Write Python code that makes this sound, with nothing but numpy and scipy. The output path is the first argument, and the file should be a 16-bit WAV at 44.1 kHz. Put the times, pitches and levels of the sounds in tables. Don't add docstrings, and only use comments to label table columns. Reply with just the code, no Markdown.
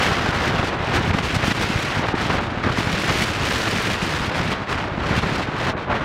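import sys
import numpy as np
from scipy import signal
from scipy.io import wavfile
from scipy.ndimage import uniform_filter1d

SR = 44100
rng = np.random.default_rng(int(sys.argv[2]) if len(sys.argv) > 2 else 0)


def log_audio(samples):
    frames = np.atleast_2d(samples).T
    limited = np.clip(frames, -1, 1)
    pcm = np.round(limited * 32767).astype(np.int16)
    wavfile.write(sys.argv[1], SR, pcm)


N = 266584

# time_s, gust_db, roar_db, rumble_db
WIND_SWELL = [(0.0, -39.5, -21, -27), (0.2, -43.5, -25.5, -28), (0.45, -45, -23.5, -26),
              (0.8, -49.5, -25, -28.5), (1.1, -44.5, -28.5, -24), (1.45, -41, -30, -30.5),
              (1.85, -41, -28, -28), (2.13, -50, -28.5, -31), (2.45, -44, -30, -25),
              (2.8, -42.5, -29.5, -29), (3.2, -35.5, -25.5, -25.5), (3.55, -36.5, -27.5, -27.5),
              (3.9, -38, -28, -29), (4.5, -44.5, -29.5, -26.5), (4.56, -49.5, -30, -30.5),
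              (4.97, -49, -27, -28.5), (5.12, -46, -25.5, -23.5), (5.4, -46, -28.5, -27.5),
              (5.68, -45.5, -25.5, -28.5), (5.76, -58, -34.5, -30), (6.04, -55.5, -27.5, -30.5)]
# middle_s, width_s, gust_change_db, roar_change_db
PUFFS_AND_LULLS = [(0.064, 0.052, 3.5, 2.5), (0.459, 0.053, 4, 0), (0.675, 0.037, 6.5, -3.5),
                   (0.712, 0.022, -6, -5), (0.78, 0.064, -5, -4), (0.961, 0.034, 8.5, 7.5),
                   (1.109, 0.011, -2, 6), (1.122, 0.014, -11, -8), (1.142, 0.0087, 1, 10),
                   (1.19, 0.0092, 0, 12), (1.215, 0.025, -5, -4.5), (1.25, .03, 5.5, 1),
                   (1.358, .02, 5, 5.5), (1.379, .014, -4, -6), (1.415, .014, -4, 0),
                   (1.439, 0.014, -5, 10.5), (1.475, 0.048, 4.5, 3), (1.517, .012, 4.5, 7.5),
                   (1.535, 0.015, -2, -10), (1.63, 0.026, 4.5, 5), (1.814, 0.029, 3, -3),
                   (1.988, 0.018, 4, 3.5), (2.044, .03, -5, 4.5), (2.088, 0.0076, 6, 8),
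                   (2.138, 0.01, -13, 4.5), (2.232, 0.055, 6.5, 4), (2.339, 0.055, 1.5, 6.5),
                   (2.394, 0.015, -3, 8.5), (2.4, 0.011, -10, -2), (2.559, 0.19, -11.5, -2.5),
                   (2.643, 0.011, 8, 9), (2.669, 0.017, 3, 8.5), (2.694, 0.015, -1, 12),
                   (2.792, 0.027, 5.5, 4), (3.103, 0.018, -2, 9), (3.153, 0.021, 1, 1), (3.228, .03, 3, 0),
                   (3.263, 0.031, -2, -5.5), (3.321, 0.044, -4.5, -4.5), (3.39, .05, -6, -2),
                   (3.988, 0.034, -4.5, -3), (4.314, 0.039, -7, -1.5), (4.389, .045, 1.5, 3.5),
                   (4.522, 0.016, 6, 6.5), (4.603, .07, -6, -1.5), (4.659, 0.028, -6, -8),
                   (4.723, .03, 6.5, 3), (4.93, 0.12, -9.5, -5), (5.181, 0.025, 7, 0.5),
                   (5.212, 0.014, -4, -12), (5.358, .012, 6, 5), (5.502, 0.092, -9.5, -5),
                   (5.701, 0.014, 3.5, 2.5), (5.747, 0.029, -21, 2), (5.776, .012, 3, 7),
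                   (5.872, 0.033, -9, -5.5), (5.915, 0.046, 1, 10.5), (5.963, .02, 6, 6)]
# middle_s, peak_db, pitch_hz
BIG_THUMPS = [(0.09, -18, 101), (0.121, -15, 106), (0.29, -11, 136), (0.549, -15, 203), (0.597, -11, 130),
              (0.981, -17, 93), (1.107, -10.5, 116), (1.149, -8, 151), (1.196, -18, 133),
              (1.368, -8.5, 127), (1.438, -14, 102), (1.482, -7, 202), (1.515, -12.5, 188),
              (1.643, -12, 158), (1.703, -11, 163), (1.761, -10.5, 108), (1.995, -12, 198),
              (2.143, -6, 230), (2.353, -17, 115), (2.667, -8, 173), (2.704, -12.5, 129), (2.788, -9, 187),
              (2.808, -11.5, 200), (2.873, -12.5, 145), (3.223, -15, 144), (3.791, -13.5, 143),
              (4.029, -12, 183), (4.981, -14, 145), (5.061, -22, 120), (5.112, -9.5, 132), (5.18, -12, 182),
              (5.961, -18, 150)]
# frequency_hz, relative_level_db
RUSH_TONE = [(120, -17), (250, -7), (400, -2.5), (800, -4.5), (1500, -3), (2500, -6), (3500, -10.5),
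             (5400, -17), (8000, -26.5), (11000, -34.5), (15500, -42.5)]
# frequency_hz, db_per_gust_db, db_per_roar_db
RUSH_RESPONSE = [(300, -0.04, 0.59), (796, -0.15, 0.8152), (1430, 0.05, 0.67), (2390, 0.38, .5),
                 (3860, .5, 0.38), (5800, 0.83, 0.33), (8750, 1.05, 0.12), (14000, 1.3, 0.27)]
# frequency_hz, relative_level_db
RUMBLE_TONE = [(10, -40), (25, -9), (45, -10.5), (70, -2.5), (115, -2), (200, -6.5), (350, -10),
               (600, -23.5), (1200, -22.5), (3000, -100)]

STRONG_GUST_DB, STRONG_ROAR_DB = -40, -28


def rush(t, gust_db, roar_db):
    hz = np.fft.rfftfreq(256, 1 / SR)
    response_hz, per_gust, per_roar = np.transpose(RUSH_RESPONSE)
    patches = rng.standard_normal((len(t), len(hz)))
    patches = uniform_filter1d(patches, size=9, axis=0)
    patches = unit_level(uniform_filter1d(patches, size=7, axis=1))
    upper_middle = np.exp(-(np.log((hz + 1) / 2800) / 0.85) ** 2)
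    flapping = wander(t, 8, 150)[:, None] * upper_middle
    tone_db = tone_curve(hz, *np.transpose(RUSH_TONE)) + 0.45 * patches + 1.1 * flapping
    tone_db += gust_db[:, None] * tone_curve(hz, response_hz, per_gust)
    tone_db += roar_db[:, None] * tone_curve(hz, response_hz, per_roar)
    grit = signal.oaconvolve(rng.standard_normal(N), signal.windows.blackman(90), "same")
    return shaped_noise(gain_of(tone_db - 31), size=256) * gain_of(1.5 * unit_level(grit))


def air_stream(t):
    time_s, swell_gust_db, swell_roar_db, _ = np.transpose(WIND_SWELL)
    puff_gust_db, puff_roar_db = puffs(t)
    thump_s, thump_db, _ = np.transpose(BIG_THUMPS)
    slap_shapes = np.exp(-((t[:, None] - thump_s) / 0.0017) ** 2)
    slap_db = slap_shapes @ (0.25 * (thump_db + 19.5))
    gust_db = np.interp(t, time_s, swell_gust_db) - STRONG_GUST_DB + puff_gust_db
    gust_db += 0.96 * wander(t, 8, 45) + 1.57 * wander(t, 30, 300)
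    quick_db = puff_roar_db + slap_db + 0.98 * wander(t, 7, 45) + 0.7 * wander(t, 18, 200)
    roar_db = np.interp(t, time_s, swell_roar_db) - STRONG_ROAR_DB + quick_db
    return gust_db, roar_db, quick_db


def puffs(t, steepness=3.2, lopsidedness=0.19):
    middle_s, width_s, gust_db, roar_db = np.transpose(PUFFS_AND_LULLS)
    offset_s = t[:, None] - middle_s
    side = np.sign(offset_s * (gust_db + roar_db))
    reach_s = width_s / 2 * (1.5 - lopsidedness * side)
    shapes = np.exp(-abs(offset_s / reach_s) ** steepness)
    return shapes @ gust_db, shapes @ roar_db


def thumps(rows):
    sound, t = np.zeros(N), np.arange(N) / SR
    for (middle_s, peak_db, pitch_hz), phase in zip(rows, rng.random(len(rows))):
        near = slice(max(round((middle_s - .03) * SR), 0), round((middle_s + .03) * SR))
        cycles = (t[near] - middle_s) * pitch_hz
        fade = np.exp(-(cycles / 0.38) ** 2)
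        sound[near] += gain_of(peak_db) * np.cos(2 * np.pi * (cycles + phase)) * fade
    return sound


def small_thumps(count=36, above_rumble_db=11, spread_db=0.5, low_hz=88, high_hz=207):
    when, strength, pitch = rng.random((count, 3)).T
    time_s, _, _, rumble_db = np.transpose(WIND_SWELL)
    middle_s = (np.arange(count) + when) * N / SR / count
    peak_db = np.interp(middle_s, time_s, rumble_db) + above_rumble_db + spread_db * (2 * strength - 1)
    pitch_hz = low_hz * (high_hz / low_hz) ** pitch
    return thumps(np.transpose([middle_s, peak_db, pitch_hz]))


def rumble(t, quick_roar_db):
    hz = np.fft.rfftfreq(4096, 1 / SR)
    tone = gain_of(tone_curve(hz, *np.transpose(RUMBLE_TONE)))
    low_noise = unit_level(shaped_noise(np.tile(tone, (N // 1024 + 5, 1)), size=4096))
    time_s, _, _, swell_db = np.transpose(WIND_SWELL)
    level_db = np.interp(t, time_s, swell_db) + wander(t, 2.5, 8) + 1.6 * wander(t, 8, 60)
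    puff_gust_db, _ = puffs(t)
    level_db += uniform_filter1d(0.45 * quick_roar_db + 0.16 * puff_gust_db, size=7)
    return low_noise * gain_of(np.interp(np.arange(N) / SR, t, level_db))


def gain_of(db):
    return 10 ** (np.asarray(db) / 20)


def unit_level(x):
    return x / np.sqrt(np.mean(x ** 2) + 1e-20)


def tone_curve(hz, points_hz, values):
    return np.interp(np.log(hz + 1), np.log(np.asarray(points_hz) + 1), values)


def wander(t, low_hz, high_hz, count=60):
    rates_hz = np.geomspace(low_hz, high_hz, count)
    return unit_level(np.sin(2 * np.pi * (rates_hz * t[:, None] + rng.random(count))).sum(1))


def shaped_noise(strength, size):
    real, imaginary = rng.standard_normal((2,) + strength.shape)
    spectra = strength * (real + 1j * imaginary)
    return signal.istft(spectra.T, nperseg=size, noverlap=size - size // 4)[1][:N]


def scene():
    t = np.arange(N // 64 + 5) * 64 / SR
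    gust_db, roar_db, quick_roar_db = air_stream(t)
    wind = rush(t, gust_db, roar_db) + rumble(t, quick_roar_db)
    return (wind + thumps(BIG_THUMPS) + small_thumps())[None]


def record(dry):
    bass_cut_hz, treble_cut_hz = 30, 15700
    thinned = signal.sosfilt(signal.butter(2, bass_cut_hz, "high", fs=SR, output="sos"), dry)
    treble_filter = signal.firwin(1023, treble_cut_hz, window=("kaiser", 9), fs=SR)
    return signal.oaconvolve(thinned, treble_filter[None], "same")


dry = scene()
out = record(dry)
log_audio(out)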